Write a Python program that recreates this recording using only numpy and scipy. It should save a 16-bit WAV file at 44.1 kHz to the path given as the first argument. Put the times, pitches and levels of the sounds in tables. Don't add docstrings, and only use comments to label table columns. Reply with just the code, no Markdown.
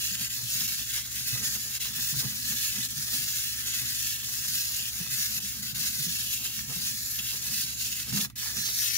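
import sys
import numpy as np
from scipy import signal
from scipy.fft import rfft, irfft, next_fast_len
from scipy.io import wavfile
from scipy.ndimage import uniform_filter1d

SR = 44100
rng = np.random.default_rng(int(sys.argv[2]) if len(sys.argv) > 2 else 0)


def to_wav(sig):
    pcm = np.clip(np.atleast_2d(sig), -1, 1) * 32767
    pcm = np.round(pcm).astype(np.int16)
    wavfile.write(sys.argv[1], SR, pcm.T)


def decibels_to_gain(level_db):
    exponent = np.asarray(level_db, float) / 20
    return 10 ** exponent


N = 395577
TIME = np.arange(N) / SR

# [f/Hz, level/dB]
HUM = [(52.58, -72), (67.38, -56.5), (105.27, -63), (120.0, -55), (132.7, -70), (372.8, -84)]
# [f/Hz, density/dB]
AIR = [(25, -24), (45, 9), (60, 14), (90, 4.5), (125, 1), (250, 5), (400, -18.5), (700, -59), (2000, -15.5),
       (16000, -67)]
AIR_DB, ROOM_DB, ROOM_T60_S = -53.5, -4, 0.04

# [f/Hz, width/Hz, rise/dB]
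WOOD_MODES = [(130, 47, 2.5), (171, 20.4, -5), (205.8, 21.5, -1), (246.5, 60, -4)]
# [t/s, rise/dB, length/s]
DRAGS = [(0.125, -2, 0.018), (0.215, 11, 0.12), (0.663, 12.5, 0.14), (1.377, 15, 0.13), (1.566, 10, 0.056),
         (1.951, 10.9, 0.092), (2.22, 15.5, 0.12), (2.494, 14.5, 0.12), (2.799, 14, 0.062),
         (2.988, 12, 0.093), (3.198, 15.5, 0.073), (3.846, 9, 0.09), (4.49, 8, 0.13), (5.014, 9, 0.012),
         (5.078, 7, 0.094), (5.193, 13, 0.047), (5.423, 10, 0.098), (5.627, 15, 0.057), (5.807, 19, 0.09),
         (6.081, 8.5, 0.18), (6.525, 10, 0.14), (6.715, 8.5, 0.11), (6.944, 8, 0.18), (7.204, 12, 0.02),
         (7.573, 16, 0.13), (5.3, 5, .03), (8.03, 4, .03), (2.1, -9, .03), (8.34, -8, 0.032),
         (7.942, 8, 0.074), (8.176, 24.5, 0.11), (8.595, 16.5, 0.052)]
# [t/s, level/dB, length/s]
SCUFFS = [(.414, 6, 0.027), (.66, -2, 0.03), (1.1, 3, 0.05), (1.257, -5, .02), (1.352, 7, 0.042),
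          (1.54, 6, .04), (3.06, 6, .04), (3.76, -3, .04), (1.04, 6, .03), (5.54, 0, 0.036),
          (7.52, 3, 0.035), (1.94, -4, 0.037), (.91, -1, .03), (2.44, -3, .04), (6.46, 6, .04),
          (1.73, 7.5, .035), (1.87, 7, 0.029), (2.93, 1, .06), (3.34, 1, .035), (3.51, -5, 0.055),
          (3.67, 5.5, 0.06), (3.97, -4, .08), (4.22, 3, .04), (4.35, 5.5, 0.056), (4.58, -10, 0.06),
          (4.7, 7, 0.029), (4.96, 4, 0.045), (5.35, 3.5, .06), (5.45, -10, 0.033), (6.08, -4, .06),
          (6.72, 8, 0.029), (6.98, -5, 0.074), (7.12, -1, 0.04), (7.26, -3, 0.028), (6.63, -1, 0.044),
          (.78, 0, .04), (.97, 5, .04), (1.44, 6, .04), (2.25, 6, 0.074), (3.43, -1, .07), (7.39, 5, 0.087),
          (7.58, -2.5, 0.13), (7.86, 6, 0.026), (8.03, -2, 0.12), (8.2, 8, 0.068), (8.32, -19, 0.036),
          (8.48, 8, 0.056), (1.68, 5, .04), (2.66, -3, .04), (5.65, -2, 0.051), (5.77, 1.5, 0.034),
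          (6.8, 3, 0.045), (4.1, -2, .07), (7.03, 1, .05), (7.7, 0, .06), (4.82, 1, .05), (.27, 3.5, .05),
          (.55, 2, .05), (8.85, 3, 0.33)]
# [f/Hz, density/dB]
SCRAPE = [(250, -16.5), (330, -0.5), (450, -1), (620, -9.5), (900, -7.5), (1200, -9.5), (1600, -18)]
# [f/Hz, width/Hz, rise/dB]
SCRAPE_MODES = [(880, 74, 3.5), (1264, 126, 11.5)]
# [t/s, peak/dB, f/Hz]
THUDS = [(0.116, -39, 187), (0.432, -34, 125), (0.554, -36, 126), (0.614, -38, 140), (1.184, -41, 125),
         (1.331, -27.5, 124), (1.968, -37.5, 160), (2.129, -31.5, 142), (2.168, -28, 138),
         (2.255, -26, 130), (2.76, -39, 199), (2.972, -33, 144), (3.134, -39, 122), (3.179, -42, 147),
         (3.822, -38, 126), (3.884, -41, 123), (5.004, -32, 171.5), (5.118, -35, 130), (5.252, -41, 115),
         (5.367, -39.5, 158), (5.435, -37, 194), (5.731, -38, 130), (5.994, -31, 142), (6.068, -31.5, 171),
         (6.676, -38, 136), (6.763, -34, 176.5), (7.196, -43, 135), (8.122, -30, 130), (8.133, -27, 153),
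         (8.162, -33, 190), (8.198, -40, 168), (8.214, -29.5, 198), (8.569, -38, 191), (8.611, -41.5, 169),
         (1.398, -42, 195), (1.43, -46, 235), (5.798, -38, 153), (6.801, -46, 201)]
# [t/s, peak/dB, crack over knock/dB]
TAPS = [(0.151, -49, 16), (0.549, -49, 8), (0.614, -43, 3), (0.976, -43.5, 13), (1.854, -51, 23),
        (1.982, -46, 10), (2.14, -41.5, 8), (2.519, -49, 22), (2.762, -48, 18), (3.816, -50, 14),
        (5.063, -43, 3), (5.847, -52, 8), (6.452, -44, 15), (6.591, -51, 22), (6.761, -47, 1),
        (7.189, -48, 21), (0.691, -56, 23), (1.332, -52, 8), (1.431, -57, 14), (2.207, -60, 13),
        (2.24, -48, 6), (2.988, -63, 17), (3.236, -62, 21), (4.385, -60.5, 17), (4.45, -46, 8),
        (5.001, -59.5, 25), (5.8, -50, 8), (7.809, -59, 23), (7.865, -58, 25), (8.459, -39, 2),
        (8.569, -52, 19), (7.458, -48, 11), (8.003, -57, 12), (8.124, -43, 13), (8.173, -34, 9),
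        (8.19, -41, 6), (8.247, -37, 8), (8.299, -49, 1), (8.43, -40, 2), (8.5, -43, 4), (8.687, -49, 19)]
BOOM_DB, BOOM_PER_DRAG, SCRAPE_DB, SCRAPE_PER_DRAG = -60.5, 1.04, -65.5, 0.32
OVERTONE, OVERTONE_DB = 2.3, -20.5
TICK_DB = 2

TURNS = [-.5, .2, .93, 1.85, 2.65, 3.48, 4.15, 4.83, 5.5, 6.45, 7.2, 7.95, 8.7, 9.4]
# [t/s, right microphone later by/ms, left minus right/dB]
PLACE = [(0, .105, .3), (2.5, .115, .6), (4.5, .122, .6), (6.2, .11, .7), (7.5, .097, .2), (8.45, .07, -.8),
         (8.6, .15, -.8), (8.7, .24, -.6), (8.76, .31, .8), (8.82, .37, 3.2), (8.9, .41, 5.3),
         (8.97, .45, 8)]
# [f/Hz, density/dB]
SHELL = [(500, -29), (900, -27), (1400, -8), (1600, -3), (2400, 1.5), (2560, 1), (3600, 4), (4600, 2),
         (5500, 3), (7250, -0.5), (7600, -3.5), (9000, -3.5), (10800, -3.5), (14200, -7), (15600, -4)]
# [f/Hz, width/Hz, rise/dB]
SHELL_MODES = [(1720, 300, 4), (2635, 220, 7.5), (4260, 510, 0.5), (7130, 2300, 2)]
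# [t/s, swell/dB]
WHEEL_SWING = [(0, 1.2), (2, 1.5), (3.5, 1.4), (4.5, 1.5), (5.5, 0.4), (6.5, 0.1), (8.2, 0.7)]
# [t/s, depth/dB, length/s]
CATCHES = [(0.175, -4, 0.036), (0.289, -8, 0.011), (0.743, -1.5, 0.038), (1.033, -6, 0.014),
           (1.112, -4.5, 0.049), (1.237, -3.5, 0.026), (1.402, -3, 0.048), (1.791, -14, 0.0091),
           (1.921, -7, 0.033), (2.145, -5.5, 0.016), (2.42, -2, 0.026), (2.913, -7, 0.029),
           (3.587, -1.5, 0.063), (4.22, 0, 0.043), (4.909, -2.5, 0.053), (5.418, -3, 0.03),
           (5.582, -4, 0.043), (5.732, -5.5, 0.015), (5.932, -1.5, 0.053), (6.4, -3.5, 0.023),
           (6.515, -3, 0.032), (6.66, -4, 0.038), (7.059, -2.5, 0.09), (7.224, -2, 0.027),
           (7.403, -1, 0.045), (7.757, -2.5, 0.053), (7.907, -3, 0.018), (8.057, -6, 0.031)]
# [t/s, rise/dB, length/s]
SURGES = [(0.155, 1.5, 0.01), (0.544, 1, 0.014), (1.551, 1.5, 0.013), (2.2, 1, 0.011), (2.913, 3.5, 0.015),
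          (.045, 0.8, 0.017), (.13, -1.1, .015), (.975, 1, 0.027), (1.093, -0.5, 0.014),
          (1.457, 0.9, 0.017), (2.095, 1, .025), (2.839, 1.4, .015), (3.717, -1.3, 0.021),
          (3.846, -0.5, 0.013), (4.634, -1.3, .02), (5.817, 0.6, 0.017), (6.051, 1, 0.012),
          (6.46, 1.1, 0.023), (6.79, -0.6, 0.02), (7.124, 1, 0.019), (7.817, 1.2, 0.017),
          (3.158, 1.5, 0.028), (3.233, 0.5, 0.015), (3.587, 1, 0.015), (4.071, 1.5, 0.0094),
          (4.45, 1.1, 0.012), (4.669, 0.83, 0.15), (5.143, 1.2, 0.015), (5.213, 1.5, 0.032),
          (5.373, 1.5, 0.014), (5.872, 1.5, 0.023), (6.036, 1, 0.015), (6.203, 0.9, 0.015),
          (6.341, 1, 0.013), (7.188, 0.5, 0.014), (7.548, 1, 0.012), (7.613, 1, 0.011), (8.004, 2, 0.0065),
          (7.947, -1.5, 0.014), (8.171, 1.5, 0.048)]
# [t/s, depth/dB, length/s]
SNAGS = [(.675, -10, 0.0069), (.86, -2.5, .025), (1.95, 1, .02), (2.883, -6, 0.012), (3.8, 0, 0.13),
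         (5.1, -3, 0.04), (5.3, -3.5, 0.023), (5.4, -12, 0.0079), (5.62, -6, 0.012), (5.743, -11.5, .014),
         (6.28, -2, 0.029), (6.73, -1, .06), (7.5, -2.5, 0.036), (7.98, 1, 0.045), (8.125, -10, 0.011)]
# [t/s, whirr level/dB]
STALL = [
    (8.19, -34),
    (8.21, -27.5),
    (8.235, -30),
    (8.255, -33.5),
    (8.268, -48),
    (8.297, -57),
    (8.301, -42),
    (8.305, -58),
    (8.315, -61),
    (8.3535, -77),
]
# [t/s, whirr level/dB]
RESTART = [
    (8.3564, -39),
    (8.39, -35),
    (8.49, -32),
    (8.564, -33.5),
    (8.572, -29.5),
    (8.67, -30.5),
    (8.82, -30),
    (8.84, -27),
    (8.97, -29.5),
]
# [t/s, level/dB]
FOOTING = [(0, 0.2), (.6, -0.5), (.93, 1), (1.08, 1), (1.4, 0), (2.3, 0.5), (2.7, -1), (2.9, 1), (3.3, -1),
           (3.6, 1.5), (4.05, -0.5), (4.5, 0), (4.7, -1.5), (5.3, 0.5), (5.7, -0.5), (6.0, 0), (6.4, -2.5),
           (6.65, 0.5), (6.82, -1), (7.1, -1), (7.7, -1), (8.2, -0.5), (8.4, 1.5), (8.6, 3.5), (8.76, 2),
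           (8.97, 4)]
# [t/s, level/dB, length/s]
BUZZES = [(0.814, 5, 0.039), (2.68, -0.5, 0.044), (0.38, -2.5, 0.05), (0.477, 2.5, 0.04), (0.83, -3, 0.044),
          (1.06, -2, 0.06), (3.02, -2, 0.067), (3.9, 0.5, 0.056), (4.94, -3, 0.058), (7.3, 0.5, .05),
          (2.76, -1.5, .04), (1.5, -0.5, 0.1), (4.35, -1.5, 0.11), (3.82, 1, 0.048), (7.42, -1.5, 0.1),
          (8.0, -0.5, .03), (5.7, 4, .05), (2.5, 0.5, 0.071), (7.06, -5, 0.11), (8.05, -1, .06),
          (8.208, 7, 0.0051), (3.7, 0.5, 0.037), (7.192, 8.5, 0.0065), (6.2, 3, 0.14), (6.24, -1, 0.21),
          (7.95, 0, 0.069), (8.76, -7, 0.053), (0.032, 2.5, 0.074), (5.65, -3, 0.2), (1.89, -2, 0.02)]
# [t/s, level/dB, length/s]
GLINTS = [(.3, 9, .06), (.55, 5, 0.14), (1.1, 10, .06), (1.5, 7, 0.13), (1.8, 2, 0.067), (2.2, 4, .05),
          (2.5, 2, .06), (2.9, 7, 0.11), (3.25, 3.5, .08), (3.48, -10, 0.071), (3.7, 9, 0.045),
          (4.3, 4, .08), (4.75, -3, .06), (5.2, 3, 0.058), (5.55, -2, .08), (6.08, 4.5, 0.08),
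          (6.6, 0, 0.11), (6.95, 1, 0.072), (7.3, 2, .08), (7.75, 7, 0.098), (8.1, 2, .06), (8.75, 4, 0.15)]
# [t/s, level/dB, length/s]
SWEEPS = [(.15, 1, .15), (.65, 3, 0.069), (1.0, 0, .12), (1.6, 5, .15), (2.15, -9, .15), (2.6, 6, .12),
          (3.0, -1, .1), (3.35, 3, 0.073), (3.8, 0, .1), (4.1, 3, 0.12), (4.4, -2, 0.074), (4.7, 4, 0.11),
          (5.1, 0, .1), (5.35, 7, 0.087), (5.6, -3, .1), (6.25, 6, .1), (6.65, -5, .1), (7.1, 8, .12),
          (7.95, 1.5, .1), (8.5, -2, .1)]
# [t/s, left/dB, right/dB]
UNDERSIDE = [(8.3, -30, -30), (8.5, -20, -15), (8.56, -21, -15), (8.62, -15, -11), (8.7, -19, -10),
             (8.78, -12, -13), (8.84, -24, -15), (8.9, -13, -15), (8.97, -7, -17)]
# [mean/dB, once a turn/dB, phase/rad, twice a turn/dB, phase/rad, once lifted/dB]
RING = (-12, 0.5, 1.3, 0.72, 1.2, -2.5)
WALL = (-7.5, 1.27, 0.5, 0.6, 0.3, -1)
TREBLE = (2.05, -0.27, -0.32, 0.31, 0.072, -0.62)
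FACE = (-15.5, 2, -6.5, -1, 2, -8)
WING_LOW = (-23, -0.5, -0.4, -0.5, 1.5, -1)
WING_HIGH = (-20.5, -1.5, -2, -0.5, 3.3, -1)
WING_TIP = (-21, 3, 0, -0.5, 0, -6)
TIP_PER_SWEEP, SNAP_SHARE = -1.1, 0.18
WHIRR_DB, TEETH_HZ, TEETH_WANDER = -32.5, 268.1, 0.07
SPRING_WHEEL_HZ, SPRING_PHASE = 1.537, 0.48
LIFT_S, LIFT_LENGTH_S = 8.4, 0.29

# [f/Hz, level/dB]
CAPSULE = [(750, 0), (1000, -2), (1300, 0), (6900, 1), (7600, -2.5), (9500, -2), (12500, -1), (15600, 0)]
# [f/Hz, left minus right/dB]
PORTS = [(200, -1), (330, -4.5), (700, 2.5), (1000, 4.5), (1350, 0.9), (1700, 0.5), (2300, 1.5), (4400, 0),
         (6700, -3), (7700, 2), (9500, 3), (14500, 0)]
LEFT_VENT_HZ, TOP_HZ = 101, 15690


def level(x, db=0):
    return x * decibels_to_gain(db) / np.sqrt(np.mean(x ** 2))


def curves(rows):
    s, *columns = np.transpose(rows)
    return [np.interp(TIME, s, c) for c in columns]


def colour(x, points, modes=()):
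    size = 2 * next_fast_len(N // 2 + 1)
    hz = np.arange(size // 2 + 1) * SR / size + 1e-3
    points_hz, points_db = np.array(points)[:, :2].T
    db = np.interp(np.log(hz), np.log(points_hz), points_db)
    db = db + sum(top_db / (1 + (2 * (hz - f) / w) ** 2) for f, w, top_db in modes)
    fold = np.r_[1, np.full(size // 2 - 1, 2), 1]
    cepstrum = irfft(np.log(decibels_to_gain(db)), size)[:size // 2 + 1] * fold
    return irfft(rfft(x, size) * np.exp(rfft(cepstrum, size)), size)[..., :N]


def band(x, lo_hz, hi_hz):
    return signal.sosfilt(signal.butter(2, [lo_hz, hi_hz], "band", fs=SR, output="sos"), x)


def delay(x, ms):
    fine = signal.resample_poly(x, up=4, down=1)
    return np.interp(4 * (np.arange(N) - ms * SR / 1000), np.arange(4 * N), fine, left=0)


def walk(rate):
    k = int(SR / rate)
    held = np.repeat(rng.standard_normal(N // k + 1), k)
    return 1.1 * uniform_filter1d(uniform_filter1d(held, k), k)[:N]


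def add(out, s, sound):
    i = int(s * SR)
    out[i:i + len(sound)] += sound[:max(N - i, 0)]


def bumps(rows, release=1):
    out = np.zeros(N)
    for s, db, length in rows:
        i = max(int((s - 3 * length) * SR), 0)
        t = TIME[i:i + int(6 * length * SR)] - s
        side = np.where(t < 0, length, release * length)
        add(out, i / SR, db * np.exp(-(t / side) ** 2))
    return out


def fridge():
    lines = np.zeros(N)
    for hz, db in HUM:
        lines += decibels_to_gain(db + 6.0 + 0.2 * walk(3.2)) * np.sin(2 * np.pi * (hz * TIME + rng.random()))
    air = colour(rng.standard_normal((3, N)), AIR)
    return lines + level(air[0] + 0.96 * air[1:], AIR_DB)


def room(x):
    t = TIME[:SR // 20]
    decay = np.exp(-np.log(1000) * t / ROOM_T60_S) * (t > 0.001)
    echoes = rng.standard_normal((4, 2, len(t))) * decay
    share = np.array([walk(13) for _ in echoes])
    share = share / np.sqrt(np.sum(share ** 2, axis=0))
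    out = np.zeros((2, N))
    for weight, echo in zip(share, echoes):
        out += signal.oaconvolve(weight * x, level(echo) / np.sqrt(len(t)), axes=1)[:, :N]
    return out


def foot_drag():
    lean_db = bumps(DRAGS)
    rub = rng.standard_normal((4, N)) * decibels_to_gain(3.2 * walk(40))
    modes = [(f, w, 16.5 + db) for f, w, db in WOOD_MODES]
    boom = level(colour(rub[0], [(90, -59), (120, -21.0), (280, -20.5), (400, -39.5)], modes))
    boom = boom * decibels_to_gain(BOOM_DB + BOOM_PER_DRAG * lean_db)
    scrape = level(colour(1.23 * rub[1] + 1.27 * rub[2:], SCRAPE, SCRAPE_MODES))
    scrape_db = SCRAPE_DB + SCRAPE_PER_DRAG * lean_db + bumps(SCUFFS)
    return boom, scrape * decibels_to_gain(scrape_db + 3.0)


def thuds():
    out = np.zeros(N)
    t = TIME[:SR // 6]
    swell = (1 - np.exp(-t / 0.0091)) * np.exp(-t / 0.018)
    for s, db, hz in THUDS:
        tone = np.sin(2 * np.pi * hz * t) + decibels_to_gain(OVERTONE_DB) * np.sin(2 * np.pi * OVERTONE * hz * t)
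        add(out, s - 0.004, decibels_to_gain(db + 6.0) * swell * tone)
    return out


def taps():
    out = np.zeros(N)
    t = TIME[:SR // 6]
    shape = (len(TAPS), len(t))
    knocks = band(rng.standard_normal(shape) + decibels_to_gain(TICK_DB + 9) * (t == 0), 790, 2100)
    cracks = band(rng.standard_normal(shape) + decibels_to_gain(TICK_DB) * (t == 0), 1600, 5900)
    for (s, db, crack_db), knock, crack in zip(TAPS, knocks, cracks):
        add(out, s, decibels_to_gain(db + 8.0) * np.exp(-t / 0.0091) * knock)
        add(out, s, decibels_to_gain(db + crack_db + 3.5) * np.exp(-t / 0.0067) * crack)
    return out


def table():
    boom, scrape = foot_drag()
    wood = boom + thuds() + taps()
    return np.array([wood, np.roll(wood, shift=int(0.00016 * SR))]) + scrape


def gears(parts):
    hz = TEETH_HZ * (1 + TEETH_WANDER * walk(5))
    teeth = np.cumsum(hz * (1 + 0.059 * walk(40))) / SR
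    tooth_db = 2.0 * rng.standard_normal(N // 100)[teeth.astype(int)]
    contact = decibels_to_gain(tooth_db) * np.exp(-(teeth % 1) / 0.21)
    release = 0.36 * np.exp(-((teeth + 0.5) % 1) / 0.068)
    burst = 0.56 + contact + release
    slaps = (rng.random(N) < 25 / SR) * rng.exponential(size=N)
    burst = burst * (1 + 0.064 * signal.lfilter([1], [1, -np.exp(-1 / (0.0036 * SR))], slaps))
    click_db = np.minimum(2.2 * rng.exponential(size=(parts + 1, N)), 11)
    clicks = rng.standard_normal((parts + 1, N)) * decibels_to_gain(click_db)
    shared = 0.73 * clicks[0] + clicks[1:4]
    return burst * decibels_to_gain(1.23 * walk(20) + 1.2 * walk(90)) * np.vstack([shared, clicks[4:]])


def turned(angle, part):
    mean_db, once_db, once, twice_db, twice, lifted_db = part
    lifted = np.clip((TIME - LIFT_S) / LIFT_LENGTH_S, 0, 1)
    turning_db = once_db * np.cos(angle - once) + twice_db * np.cos(2 * angle - twice)
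    return mean_db + turning_db + lifted_db * lifted


def drive():
    load_db = curves(WHEEL_SWING)[0] * np.cos(2 * np.pi * SPRING_WHEEL_HZ * TIME - SPRING_PHASE)
    jolts_db = 1.11 * bumps(CATCHES) + 2.54 * bumps(SURGES) + bumps(SNAGS, SNAP_SHARE)
    return np.where(TIME < STALL[0][0], WHIRR_DB + load_db + jolts_db, curves(STALL + RESTART)[0])


def shell_paths(parts, angle, lag_ms):
    ears = np.zeros((2, N))
    for k, part in enumerate(parts):
        away = angle + 2.075 * k
        path_ms = 0.601 + 0.267 * k + 0.085 * np.sin(away) + 0.051 * walk(5)
        across_ms = lag_ms - 0.0065 * np.cos(angle) + 0.027 * np.cos(away) * k + 0.028 * walk(7.2)
        facing = decibels_to_gain(-2.5 * k + 1.3 * np.cos(away + 2.56))
        ears += facing * delay(part, path_ms + np.array([-across_ms, across_ms]) / 2)
    return ears


def short_waves(parts, angle):
    sides = []
    for k, part in enumerate(parts):
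        bounce_ms = 0.302 + 0.1 * np.sin(angle + k) + 0.046 * walk(5)
        sides.append(part + 0.2 * delay(part, bounce_ms))
    return np.array(sides)


def whirr():
    lag_ms, pan_db = curves(PLACE)
    angle = 2 * np.pi * np.interp(TIME, TURNS, np.arange(len(TURNS)))
    parts = colour(gears(parts=5), SHELL, SHELL_MODES)
    ears = shell_paths(parts[:3], angle, lag_ms)
    treble = band(0.42 * ears + short_waves(parts[3:], angle), 8420, 21900)
    ears = ears + 0.11 * parts[3:]

    ring_db = turned(angle, RING) + curves(FOOTING)[0]
    wall_db = turned(angle, WALL) + bumps(BUZZES)
    face_db = turned(angle, FACE) + 0.94 * bumps(GLINTS)
    sweep_db = bumps(SWEEPS)
    wing_low_db = turned(angle, WING_LOW) + 1.5 * walk(9.9) + 1.2 * sweep_db
    wing_high_db = turned(angle, WING_HIGH) + 1.5 * walk(10) + 1.5 * sweep_db
    tip_db = turned(angle, WING_TIP) + TIP_PER_SWEEP * sweep_db

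    out = level(band(ears, 440, 2730), 0.58) * decibels_to_gain(ring_db)
    out += level(band(ears, 2605, 3655), -1.23) * decibels_to_gain(wall_db)
    out += level(band(ears, 3980, 8210), -4.5)
    out += level(treble, -2.45) * decibels_to_gain(turned(angle, TREBLE))
    out += level(band(ears, 6340, 7610)) * decibels_to_gain(face_db)
    out += level(band(treble, 10100, 12350)) * decibels_to_gain(wing_low_db)
    out += level(band(treble, 11740, 14100)) * decibels_to_gain(wing_high_db)
    out += level(band(treble, 13500, 15900)) * decibels_to_gain(tip_db)
    out += level(band(ears, 5440, 6600)) * decibels_to_gain(curves(UNDERSIDE))
    return out * decibels_to_gain(drive() + 1.5 + np.array([pan_db, -pan_db]) / 2)


def scene():
    toy = whirr()
    return fridge() + decibels_to_gain(ROOM_DB) * room(toy) + table() + toy


def band_limit(x):
    return signal.sosfilt(signal.butter(12, 17100, fs=SR, output="sos"), x)


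def record(dry):
    dry = colour(dry, CAPSULE)
    vent = signal.butter(1, LEFT_VENT_HZ, "high", fs=SR, output="sos")
    left = signal.sosfilt(vent, colour(dry[0], PORTS))
    top_cut = signal.ellip(12, 0.2, 80, TOP_HZ, fs=SR, output="sos")
    mix = signal.sosfilt(top_cut, np.array([left, dry[1]]))
    return band_limit(mix)


dry = scene()
out = record(dry)
to_wav(out)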